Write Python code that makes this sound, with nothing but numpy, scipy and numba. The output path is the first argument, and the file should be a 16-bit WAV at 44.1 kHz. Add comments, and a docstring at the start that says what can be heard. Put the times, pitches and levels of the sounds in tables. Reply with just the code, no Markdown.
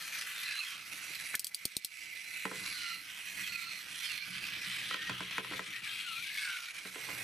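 """At a wooden table, a small toy car whirs in the hands and rolls over the table top.
Its plastic gears are uneven bursts of noise coloured by the shell; hollows between car, palm and table
sing as narrow noise at a gliding pitch. A snap-blade knife is ratcheted shut, laid down and later run over:
its clicks and knocks set handle, blade and table ringing. Rumble and soft hiss lie underneath.
A gain control turns everything down after loud peaks and then lets go slowly."""
import sys
import numpy as np
from scipy import signal
from scipy.io import wavfile
from numba import njit

SR = 44100
rng = np.random.default_rng(int(sys.argv[2]) if len(sys.argv) > 2 else 0)


def wav_out(sig):
    """Save sig, one row per channel (or a flat mono array), as 16-bit PCM at SR to the path in sys.argv[1]."""
    wavfile.write(sys.argv[1], SR, np.round(np.clip(np.atleast_2d(sig).T, -1, 1) * 32767).astype(np.int16))


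N = 318843

# Levels in these tables are starting points: layers may add offsets, chance and the final gain control.
# Vibration carried by the table top: time_s, rumble_db, panel_buzz_db
TABLE_RUMBLE = [(0, -73, -70.5), (.31, -74, -68), (.6, -74, -75.5), (1.2, -69, -70), (1.3, -69.5, -67.5),
                (2.07, -74, -75.5), (2.49, -75, -72.5), (2.66, -60, -66), (2.95, -70.5, -79),
                (3.2, -74, -71), (3.48, -60.5, -74), (3.8, -72, -71.5), (4.13, -65.5, -73),
                (4.4, -62, -71.5), (4.78, -66, -69), (5.12, -58, -70), (5.44, -65.5, -76),
                (5.54, -55.5, -59), (5.79, -67, -79.5), (6.1, -69.5, -76.5), (6.68, -78, -73.5),
                (6.95, -72, -71), (7.08, -65, -59.5), (7.23, -60, -60)]
# Ringing of the table: pitch_hz, level_db, time_to_fall_60_db_s
TABLE_MODES = [(126.6, -2, 0.68), (185.7, 5.5, 0.19), (289.4, 2, 0.14), (378.5, -3, 0.3), (441, 3.5, 0.23),
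               (512, 6, 0.26)]
# Ringing of the plastic knife handle: pitch_hz, level_db, time_to_fall_60_db_s
HANDLE_MODES = [(800, -8, .02), (1030, -3, .05), (1310, -2, .035), (1580, -2, .025), (1900, -2, .022),
                (2450, -4, .015)]
# Knife and wheels knocking on the table:
# time_s, blow_db, bass_db, brightness_db, favoured_table_pitch_hz, favoured_handle_pitch_hz
KNOCKS = [(2.453, -23, -14, -21, 280, 1040), (2.513, -29, -14, -20, 300, 1250),
          (4.9103, -28.5, -27, -19, 450, 1650), (4.9427, -23.5, -21, -17, 296, 1600),
          (5.095, -24.5, -15, -15, 199, 1030), (5.205, -29, -14, -14, 250, 1850),
          (5.309, -34, -30, -8, 200, 2600), (5.381, -22, -15, -18, 250, 1450),
          (5.446, -29, -23, -16, 450, 1400), (5.511, -35, -8, -12, 297, 2450),
          (5.521, -31, -20, -18, 297, 1310), (5.533, -30, -25, -18, 297, 1900),
          (5.593, -25.5, -18, -20, 250, 1600), (6.853, -40, -11, -12, 230, 1700),
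          (6.957, -39, -9, -12, 398, 1300), (7.088, -36.5, -16, -14, 230, 1100)]
# Rubber tyres meeting the table: time_s, blow_db
TYRE_LANDINGS = [(2.575, -55), (2.645, -69), (3.402, -59.5), (4.302, -54), (4.36, -57), (4.673, -54),
                 (5.682, -59)]
# Knife slider dropping into its notches:
# time_s, blow_db, handle_pitch_hz, handle_over_blow_db, blade_pitch_hz, air_thump_db
RATCHET_CLICKS = [(1.3524, -27, 4500, 2, 8800, -63), (1.3944, -24.5, 4700, 9, 8300, -71),
                  (1.4446, -26, 4630, 11, 11500, -93), (1.4683, -26, 4500, 10, 9000, -77),
                  (1.5458, -25, 4650, 12, 10300, -104), (1.6535, -24, 4500, 12, 8500, -48.5),
                  (1.7666, -24.5, 4100, 13, 8600, -50.5), (1.847, -23.5, 4200, 13, 11200, -62.5)]
# Ringing of the slider: pitch_hz, level_db, time_to_fall_60_db_s
SLIDER_MODES = [(3330, -3.5, 0.016), (5280, -8, 0.023), (7960, -3.5, 0.024), (8800, -7.5, 0.037),
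                (9420, -4, 0.037), (11760, -6, .02), (12200, -2, 0.0057)]
# Thumb forcing the slider loose: time_s, blow_db
CREAKS = [(1.333, -35), (1.3422, -24), (1.3468, -24), (1.3496, -29)]
# Ringing of the handle under load: pitch_hz, level_db, time_to_fall_60_db_s
STRAINED_MODES = [(1470, -7.5, 0.0098), (1745, -6.5, 0.025), (2110, -8.5, 0.03), (2430, -12, 0.013)]
# Tooth-mesh whine: time_s, level_db
WHINE_LEVEL = [(0, -65), (.9, -67), (1.1, -60), (2.0, -55.5), (2.45, -53), (2.62, -48), (2.72, -64),
               (7.23, -78)]
# Tones of the whine: multiple_of_mesh_pitch, level_db
WHINE_TONES = [(1, -2), (2, -12), (4, -22)]
# Short songs of a hollow closing under the hand: start_s, length_s, first_pitch_hz, last_pitch_hz, level_db
HOLLOW_SONGS = [(.475, 0.097, 1900, 1580, -48.5), (.46, 0.084, 2620, 2600, -44.5),
                (6.36, .08, 3500, 3350, -48), (0.56, 0.099, 1500, 1010, -63), (.72, .06, 1070, 1200, -58),
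                (0.641, 0.14, 3300, 3150, -48.5), (2.72, 0.31, 4100, 4180, -50),
                (2.74, 0.27, 3100, 2780, -51), (2.7, .31, 1580, 1330, -52.5),
                (3.36, 0.085, 2010, 1910, -50), (3.43, .06, 3400, 3150, -49), (3.51, .13, 2850, 2270, -47),
                (3.42, .4, 4420, 4200, -51), (3.46, .29, 1440, 1350, -56.5), (3.61, 0.079, 2300, 2700, -52),
                (4.03, 0.24, 4400, 4240, -51), (4.03, .17, 3750, 2300, -46.5),
                (4.174, 0.088, 2100, 2400, -47), (5.73, 0.091, 1800, 1900, -49.5),
                (5.84, 0.083, 1820, 1600, -53.5), (7.8, .09, 1900, 1400, -64), (4.04, .08, 5250, 4700, -52),
                (5.95, .3, 4300, 4200, -57)]
# Longer songs while the car is carried, one list each: time_s, pitch_hz, level_db
CARRIED_SONGS = [
    [(.452, 4080, -41), (.5, 3950, -52), (.55, 4040, -49), (.595, 4100, -43), (.64, 4180, -51),
     (.69, 4280, -57)],
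    [(.54, 3080, -49), (.58, 2750, -45), (.62, 2600, -37), (.645, 2480, -48), (.67, 2150, -53)],
    [(6.04, 1524, -51), (6.09, 1380, -49.5), (6.14, 1300, -54.5), (6.21, 1425, -54), (6.23, 1490, -62)],
    [(6.25, 1579, -56), (6.33, 1716, -55), (6.39, 1740, -50), (6.46, 1625, -42), (6.53, 1515, -44),
     (6.6, 1430, -51)],
    [(6.38, 1580, -50), (6.45, 1483, -46), (6.52, 1400, -49.5), (6.6, 1389, -53.5), (6.7, 1450, -57)],
    [(5.88, 3204, -49.5), (6.02, 3280, -53), (6.1, 2850, -48), (6.16, 2452, -51), (6.22, 2350, -46.5),
     (6.3, 2187, -52), (6.45, 2215, -42.5), (6.6, 2193, -54)],
]
# Steady tone while the car shoves the knife: time_s, pitch_hz, level_db
PUSHING_TONE = [(4.912, 1980, -48), (4.95, 1870, -46), (5.0, 1820, -45.5), (5.06, 1900, -46),
                (5.115, 1840, -44), (5.125, 1840, -56)]
# Gear rattle as the car is turned and covered: time_s, level_db, facing_db (the 3 kHz region), treble_db
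GEAR_RATTLE = [(0, -48.5, -6.5, -4.5), (.37, -44.5, -2.5, -7.5), (.44, -44, -4, -7),
               (.52, -41.5, -6, -10.5), (.61, -46.5, -2.5, -6), (.73, -39.5, -4, -11),
               (.95, -47.5, -4.5, -7.5), (1.3, -48.5, -6.5, -6.5), (1.98, -48, -9, -7.5),
               (2.2, -50.5, -8, -8.5), (2.65, -45.5, -5.5, -7), (2.77, -46, -10, -9),
               (2.96, -49, -9.5, -7.5), (3.18, -51.5, -0.5, -7), (3.41, -45.5, -4.5, -6.5),
               (3.59, -47.5, -8, -8), (3.97, -47, -2.5, -9.5), (4.1, -42, -6, -7.5), (4.23, -46.5, -3, -10),
               (4.46, -44.5, -0.5, -10.5), (4.85, -42.5, -3, -12.5), (5.02, -41, -1.5, -14.5),
               (5.2, -43, 1.5, -15.5), (5.59, -44.5, -5.5, -13), (6.0, -44.5, -1.5, -12.5),
               (6.13, -48, -1, -7.5), (6.31, -47, -1.5, -11), (6.45, -41, -2.5, -8),
               (6.67, -48, -2.5, -9.5), (6.91, -50, -6.5, -7.5), (7.23, -47.5, -8, -4)]
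# Extra level of the lowest rattle region, under 1.8 kHz: time_s, level_db
LOW_RATTLE = [(0, 6.5), (.45, 1.5), (.9, 0.5), (1.3, 0), (1.9, -4), (2.4, -3), (2.65, 5.5), (3.0, 1),
              (4.3, 0.5), (4.9, -0.5), (5.9, 0.5), (6.05, -5), (6.21, -7), (6.3, -7.5), (6.6, -0.5),
              (7.23, 3)]
# Extra level of the rattle near 4 kHz: time_s, level_db
HIGH_RATTLE = [(0, 0.5), (.24, 2.5), (.3, -0.5), (.44, 0.5), (.47, 0), (.8, 1.5), (1.9, -1), (2.45, -6),
               (2.7, 4.5), (3.3, -2), (4.3, 2), (4.9, 0), (5.3, -3), (6.1, -0.5), (6.4, 0.5), (7.23, -2)]
# Broad colour of the shell: pitch_hz, level_db (per Hz)
SHELL_COLOUR = [(530, -53), (900, -21.5), (1320, -11.5), (1640, -6), (1970, -1), (2420, 1.5), (3510, -5),
                (3860, -2), (4800, -7), (5350, -7), (5820, -9), (7140, -13), (7860, -9.5), (11800, -10.5),
                (16000, -29.5)]
# Resonances of the shell: pitch_hz, width_hz, level_over_broad_colour_db
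SHELL_MODES = [(1333, 76, 2.5), (2010, 102, 2), (2352, 535, 1.5), (2536, 54, 1), (4215, 440, -1),
               (4180, 460, -6.5), (5830, 390, 3), (7940, 76, 3.5), (8870, 140, 1)]
# Five shell regions whose levels move separately: low_hz, high_hz
SHELL_REGIONS = [(1150, 1800), (1800, 2500), (2500, 3500), (3600, 4800), (6000, 14000)]
# Each region against the rattle level, low to high: level_db
REGION_LEVELS = [-6.5, -7, 2, -7.5, 1.5]
# What each region gains as the facing changes, low to high: gain_db_per_facing_db
FACING_SHARES = [0.63, -1.13, 1.0, -0.44, -0.15]
# Where the car is: time_s, left_over_right_db
CAR_PLACE = [(0.0, 1.5), (1.07, -9.5), (1.51, -6), (1.85, -14), (2.07, -10.5), (2.5, -6.5), (2.78, -7),
             (4.21, -10), (4.39, -7), (5.38, 2), (6.14, 5.5), (6.68, -3.5), (6.97, -10), (7.23, -10.5)]
# Brief dips in the car's level: centre_s, width_s (centre to 1/e of the dip), change_db
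CAR_DIPS = [(.8, 0.11, -8.5), (3.02, 0.06, -4), (3.85, 0.041, -5), (5.819, 0.016, -6), (6.731, 0.0095, -7),
            (6.83, 0.028, -4.5)]
# Width of the sound: pitch_hz, left_right_likeness (0 to 1), share_of_car_shift (0 to 1)
STEREO_WIDTH = [(150, 0.91, 1), (990, 0.8, 0.55), (2620, 0.71, 0.62), (5060, 0.74, 0.23),
                (7600, 0.99, 0.14), (14100, 0.8, 0.46)]

MESH_HZ = 2030
HUM_DB, HUM_FADES_S, HUM_LOSS_DB = -80, 2.1, -4.5   # the hum sinks over one second once the car is turned
GLIDE_FOLDS = 2                      # larger values settle a gliding pitch earlier
EDGE_SHARE, EDGE_DB = 0.2, -10       # share of a short song that fades at each end, and by how much
OFF_PITCH_DB = 9                     # loss per octave squared away from the favoured pitch
DEEP_SHARE = 0.34                    # dB the table's lowest mode gains per dB of rumble
FLOOR_DB, CUTOFF_HZ = -73.5, 15900


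def amp(db):
    """Turn decibels into gain."""
    return 10 ** (np.asarray(db) / 20)


def rms_one(x):
    """Scale a sound to an rms (average strength) of 1."""
    return x / np.sqrt(np.mean(x ** 2) + 1e-20)


def in_time(rows):
    """Draw straight lines between the rows of a table: one curve per column, one value per sample."""
    s, *columns = np.transpose(rows)
    return [np.interp(np.arange(N) / SR, s, column) for column in columns]


def at_hz(points, hz, axis=1):
    """Read one column of a spectrum table at a pitch, on a log pitch scale."""
    points = np.array(points)
    return np.interp(np.log(hz), np.log(points[:, 0]), points[:, axis])


def drift(rate_hz):
    """Smoothed noise that wanders with a spread of 1; a higher rate wanders faster."""
    r = np.exp(-80 * np.pi * rate_hz / SR)
    noise = rng.standard_normal(N // 40 + 2002)   # one value per 40 samples
    slow = signal.lfilter([1], [1, -2 * r, r * r], noise)[2000:]   # drop the filter's start-up
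    return np.interp(np.arange(N) / 40, np.arange(len(slow)), rms_one(slow))


def high_pass(x, hz, order=2):
    """Take away the sound below a pitch."""
    return signal.sosfilt(signal.butter(order, hz, "high", fs=SR, output="sos"), x)


def band(x, low_hz, high_hz):
    """Keep the sound between two pitches."""
    edges = [low_hz, min(high_hz, .45 * SR)]
    return signal.sosfilt(signal.butter(2, edges, "band", fs=SR, output="sos"), x)


def ring(clicks, hz, t60):
    """A unit click starts a sine of height about 1 that falls 60 dB in t60 seconds."""
    r = amp(-60 / (t60 * SR))
    w = 2 * np.pi * hz / SR
    return signal.lfilter([0, np.sin(w)], [1, -2 * r * np.cos(w), r * r], clicks + 1e-18)


def resonate(x, hz, width_hz):
    """A resonance lifts out one pitch, with gain 1 at its top."""
    r = np.exp(-np.pi * width_hz / SR)
    w = 2 * np.pi * hz / SR
    return signal.lfilter([(1 - r * r) / 2, 0, (r * r - 1) / 2], [1, -2 * r * np.cos(w), r * r], x)


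def strike(times, levels_db):
    """Place one single-sample click at each time."""
    clicks = np.zeros(N)
    clicks[(np.asarray(times) * SR).astype(int)] = amp(levels_db)
    return clicks


def struck(times, levels_db, modes, spread_db, favoured_hz=None):
    """Every blow rings each mode by a chance amount, most near the pitch it favours."""
    chance_db = spread_db * rng.normal(0, 1, (len(times), len(modes)))
    if favoured_hz is not None:
        octaves_away = np.log2(np.outer(1 / favoured_hz, np.array(modes)[:, 0]))
        chance_db = chance_db - OFF_PITCH_DB * octaves_away ** 2
    out = np.zeros(N)
    for k, (hz, db, t60) in enumerate(modes):
        clicks = strike(times, levels_db + db + chance_db[:, k])
        out += (-1) ** k * ring(clicks, hz, t60)   # neighbours start in opposite directions
    return out


def burst(times, levels_db, t60, low_hz, high_hz):
    """Bursts of band noise that swell in about half a millisecond and die away."""
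    fall = signal.lfilter([1], [1, -amp(-60 / (t60 * SR))], strike(times, levels_db))
    fall = signal.lfilter([.05], [1, -.95], fall)   # soften the start
    return fall * rms_one(band(rng.standard_normal(N), low_hz, high_hz))


def spread(mid, side, hz):
    """Mix two noises into left and right channels that are alike by the share for this pitch."""
    alike = np.clip(at_hz(STEREO_WIDTH, hz), 0, 1)
    return np.sqrt((1 + alike) / 2) * mid + np.sqrt((1 - alike) / 2) * side * [[1], [-1]]


def wavering(hz, width_hz, steady):
    """Narrow noise of rms 1 that follows a pitch curve, around a steady core."""
    r = np.exp(-np.pi * width_hz / SR)
    noise = rng.standard_normal((2, len(hz)))
    slow = rms_one(signal.lfilter([1], [1, -2 * r, r * r], noise))
    phase = 2 * np.pi * np.cumsum(hz) / SR
    return rms_one((slow[0] + steady) * np.cos(phase) + slow[1] * np.sin(phase))


def echoes(x, wet_db):
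    """A few close reflections off table and walls, with different delays on each side."""
    out = np.array([x, x])
    lags = (rng.uniform(0.0036, 0.03, 12) * SR).astype(int)
    for k, lag in enumerate(lags):
        gain = amp(wet_db - 500 * lag / SR) * (-1) ** (k // 2)   # later ones are weaker
        out[k % 2, lag:] += gain * x[:-lag]
    return out


def room_hiss():
    """Soft room hiss: noise with its treble smoothed away, separate on each side."""
    hiss = signal.lfilter([1], [1, -.97], rng.standard_normal((2, N)))
    return amp(FLOOR_DB) * rms_one(hiss)


def rumble():
    """Wheel and motor shaking rings the table's modes; a separate buzz lies above."""
    low_db, buzz_db = in_time(TABLE_RUMBLE)
    shake = rng.standard_normal((2, 2, N)) * amp(2.9 * drift(12.4))
    # Constant shaking rings the modes with a shorter fall than single knocks do.
    deep, *upper = [amp(db) * ring(shake[0], hz, 0.34 * t60) for hz, db, t60 in TABLE_MODES[:3]]
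    deep = deep * amp(DEEP_SHARE * (low_db - np.max(low_db)))
    low = rms_one(deep + sum(upper) + 15 * band(shake[0], 95, 280))
    buzz = rms_one(band(shake[1], 410, 2060))
    buzz_out = amp(buzz_db + 3.5) * spread(*buzz, 700) * amp([[-1.5], [1.5]])
    return amp(low_db + 2.5) * spread(*low, 150) + buzz_out


def knocks():
    """Blows ring the plastic briefly in two touches and the table longer, with a crack; tyres only thud."""
    s, db, bass_db, bright_db, table_hz, handle_hz = np.transpose(KNOCKS)
    table = struck(s + 0.00075, db + bass_db - 9, TABLE_MODES, 2.9, table_hz)
    table = table + burst(s, db + bass_db - 5, 0.13, 198, 670)
    table = table + struck(*np.transpose(TYRE_LANDINGS), TABLE_MODES[:2], spread_db=1.5)
    first_touch = struck(s, db - 7, HANDLE_MODES, 2.4, handle_hz)
    second_touch = struck(s + 0.0021, db - 14, HANDLE_MODES, 3.1, handle_hz)
    crack = burst(s, db + bright_db + 6, 0.04, 1300, 3400) + burst(s, db + bright_db, .012, 3000, 9000)
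    plastic = first_touch + second_touch + crack
    table = echoes(table, wet_db=-15) * amp([[-1.5], [1.5]])
    return echoes(plastic, wet_db=-4.5) * amp([[-.4], [.4]]) + table


def ratchet():
    """Each notch snaps handle and blade into short rings, with a noisy tail and a puff of air; creaks are added."""
    s, db, handle_hz, ring_db, blade_hz, thump_db = np.transpose(RATCHET_CLICKS)
    snap = np.zeros(N)
    # Passing each ring through a resonance gives it a brief swell.
    for t, level, hz in zip(s, db + ring_db, handle_hz):
        snap += resonate(ring(strike([t], level), hz, .006), hz, 1300)
    for t, level, hz in zip(s, db + 8, blade_hz):
        snap += resonate(ring(strike([t], level), hz, .006), hz, 1500)
    slider = struck(s + .0003, db - 1, SLIDER_MODES, spread_db=3)
    tail = burst(s, db - 5, 0.014, 3300, 5600) + burst(s, db, 0.006, 7200, 12600)
    tail = tail + burst(s, db + 0.5, 0.055, 2700, 20000)
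    snap = high_pass(snap + slider + tail, 2600)   # so small a part sends out no lows
    puff = ring(strike(s + .001, thump_db + 30), 260, .0065)
    creak_s, creak_db = np.transpose(CREAKS)
    return snap + puff + struck(creak_s, creak_db, STRAINED_MODES, spread_db=2.5)


def whine():
    """Meshing teeth of the fastest pinion make an unsteady tone and overtones, over a hum at a third of the pitch."""
    level_db, = in_time(WHINE_LEVEL)
    hum_db = HUM_DB + HUM_LOSS_DB * np.clip(np.arange(N) / SR - HUM_FADES_S, 0, 1)
    out = amp(hum_db) * wavering(np.full(N, MESH_HZ / 3), 8, steady=1)
    for k, tone_db in WHINE_TONES:
        out += amp(level_db + tone_db) * wavering(np.full(N, k * MESH_HZ), 25 * k, steady=0.55)
    return out


def hollows():
    """An air space that changes size picks gliding pitches out of gear noise, made here as narrow noise."""
    out, t = np.zeros(N), np.arange(N) / SR
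    songs = []
    for s, length, first_hz, last_hz, db in HOLLOW_SONGS:
        on = (t >= s) & (t < s + length)
        u = (t[on] - s) / length   # progress through the song, 0 to 1
        settled = (1 - np.exp(-GLIDE_FOLDS * u)) / (1 - np.exp(-GLIDE_FOLDS))
        fade = np.maximum(0, 1 - np.minimum(u, 1 - u) / EDGE_SHARE)
        songs.append((on, first_hz + (last_hz - first_hz) * settled, db + EDGE_DB * fade))
    for rows in CARRIED_SONGS:
        s, hz, db = np.transpose(rows)
        on = (t >= s[0]) & (t < s[-1])
        songs.append((on, np.interp(t[on], s, hz), np.interp(t[on], s, db)))
    for on, hz, db in songs:
        mean_hz = np.mean(hz)
        width_hz = min(mean_hz / 13, 230)
        out[on] += amp(db) * wavering(hz, width_hz, steady=(1950 / mean_hz) ** 2)   # low songs are purer
    return out * amp(2.0 * drift(230))


def pushing():
    """A nearly clean tone while the car leans on the knife."""
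    hz, db = in_time(PUSHING_TONE)
    t = np.arange(N) / SR
    on = (t > PUSHING_TONE[0][0]) & (t < PUSHING_TONE[-1][0])
    return amp(db) * on * wavering(hz, 60, steady=2.5)


def fine_ringing(x, t60, wet_db):
    """The thin shell's many small modes: a random fading response, renewed every third of a second."""
    hop = SR // 3
    out = np.zeros((2, N + 5 * hop))
    window = np.hanning(2 * hop)   # overlapping pieces fade into each other
    decay_s = np.arange(int(t60 * SR)) / SR
    padded = np.pad(x, ((0, 0), (hop, 2 * hop)))
    for i in range(0, N + hop, hop):
        response = rng.standard_normal(len(decay_s)) * amp(-60 * decay_s / t60)
        response *= amp(wet_db) / np.sqrt(np.sum(response ** 2))
        response[0] = 1   # the direct sound
        piece = signal.fftconvolve(padded[:, i:i + 2 * hop] * window, response[None], axes=1)
        out[:, i:i + piece.shape[1]] += piece
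    return out[:, hop:hop + N] / np.sqrt(1 + amp(2 * wet_db))


def gears(half_db, patchy_db, tick_db):
    """Dense, uneven tooth contacts make noise, coloured by the shell's broad spectrum and resonances."""
    contacts = amp(tick_db * drift(274))   # all bands share the same uneven beat of contacts
    white = rng.standard_normal((2, 2, N)) * contacts
    edges = 850 * 2 ** np.arange(0, 4.4, .25)   # quarter-octave bands, in Hz
    parts = []
    for k, (low, high) in enumerate(zip(edges, edges[1:])):
        parts.append((np.sqrt(low * high), band(white[k % 2], low, high)))
    for k, (hz, width_hz, db) in enumerate(SHELL_MODES):
        pair = white[k % 2, ::-1]   # swap the two noises
        mode = resonate(resonate(pair, hz, width_hz), hz, width_hz)
        parts.append((hz, amp(db) * mode * [[1], [-1]]))
    parts = [(hz, x * amp(at_hz(SHELL_COLOUR, hz))) for hz, x in parts]

    # Even out the regions' own strengths before setting their levels.
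    power = [sum(np.mean(x[0] ** 2) for hz, x in parts if low < hz < high) for low, high in SHELL_REGIONS]
    level_db, facing_db, treble_db = in_time(GEAR_RATTLE)
    region_db = (REGION_LEVELS - 10 * np.log10(power))[:, None]
    gains_db = level_db + np.outer(FACING_SHARES, facing_db) + region_db
    gains_db[-1] += treble_db
    gains_db[0] += in_time(LOW_RATTLE)[0]
    gains_db[3] += in_time(HIGH_RATTLE)[0]

    out = np.zeros((2, N))
    for hz, x in parts:
        # Blend the levels of the two nearest regions.
        place = np.interp(np.log(hz), np.log([1450, 2150, 2950, 4200, 7000]), range(5))
        weights = np.maximum(0, 1 - abs(place - np.arange(5)))
        shift_db = at_hz(STEREO_WIDTH, hz, axis=2) * half_db
        out += amp(weights @ gains_db + patchy_db * drift(6.6) + shift_db) * spread(*x, hz)
    return fine_ringing(high_pass(out, 1100), t60=0.07, wet_db=-6.5)


def toy_car():
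    """Gears, whine and singing hollows move between left and right and share brief dips in level."""
    half_db = in_time(CAR_PLACE)[0] / 2 * np.array([[1], [-1]])
    rattle = gears(half_db, patchy_db=2.0, tick_db=2.5)
    tones = echoes(whine() + hollows() + pushing(), wet_db=-22) * amp(half_db)
    t = np.arange(N) / SR
    dips_db = sum(db * np.exp(-((t - s) / width) ** 2) for s, width, db in CAR_DIPS)
    return (rattle + tones) * amp(0.82 * drift(31.0) + dips_db)


def scene():
    """Add up car, room hiss, knife, knocks and table rumble."""
    car = toy_car()
    hiss = room_hiss()
    knife = echoes(ratchet(), wet_db=-11.0) * amp([[.4], [-.4]])
    return car + hiss + knife + knocks() + rumble()


@njit
def duck(over_db, attack, release):
    """Gain cut in dB: follows an excess quickly and lets go slowly."""
    cut, held, now = np.zeros(len(over_db)), 0., 0.
    for i in range(len(over_db)):
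        held = max(over_db[i], held * release)
        now += (held - now) * attack
        cut[i] = now
    return cut


def record(dry):
    """Peaks above -29 dB turn the gain down; deep bass and the top are cut."""
    attack_s, release_s = 0.0093, 0.13
    peak_db = 20 * np.log10(abs(dry).max(0) + 1e-9)   # the louder side drives both
    over_db = np.maximum(0, peak_db + 29)
    cut_db = 0.89 * duck(over_db, 1 / (attack_s * SR), np.exp(-1 / (release_s * SR)))
    even = high_pass(dry * amp(2.0 - cut_db), 80, order=1)
    return signal.sosfilt(signal.cheby2(12, 70, CUTOFF_HZ + 500, fs=SR, output="sos"), even)


dry = scene()
out = record(dry)
wav_out(out)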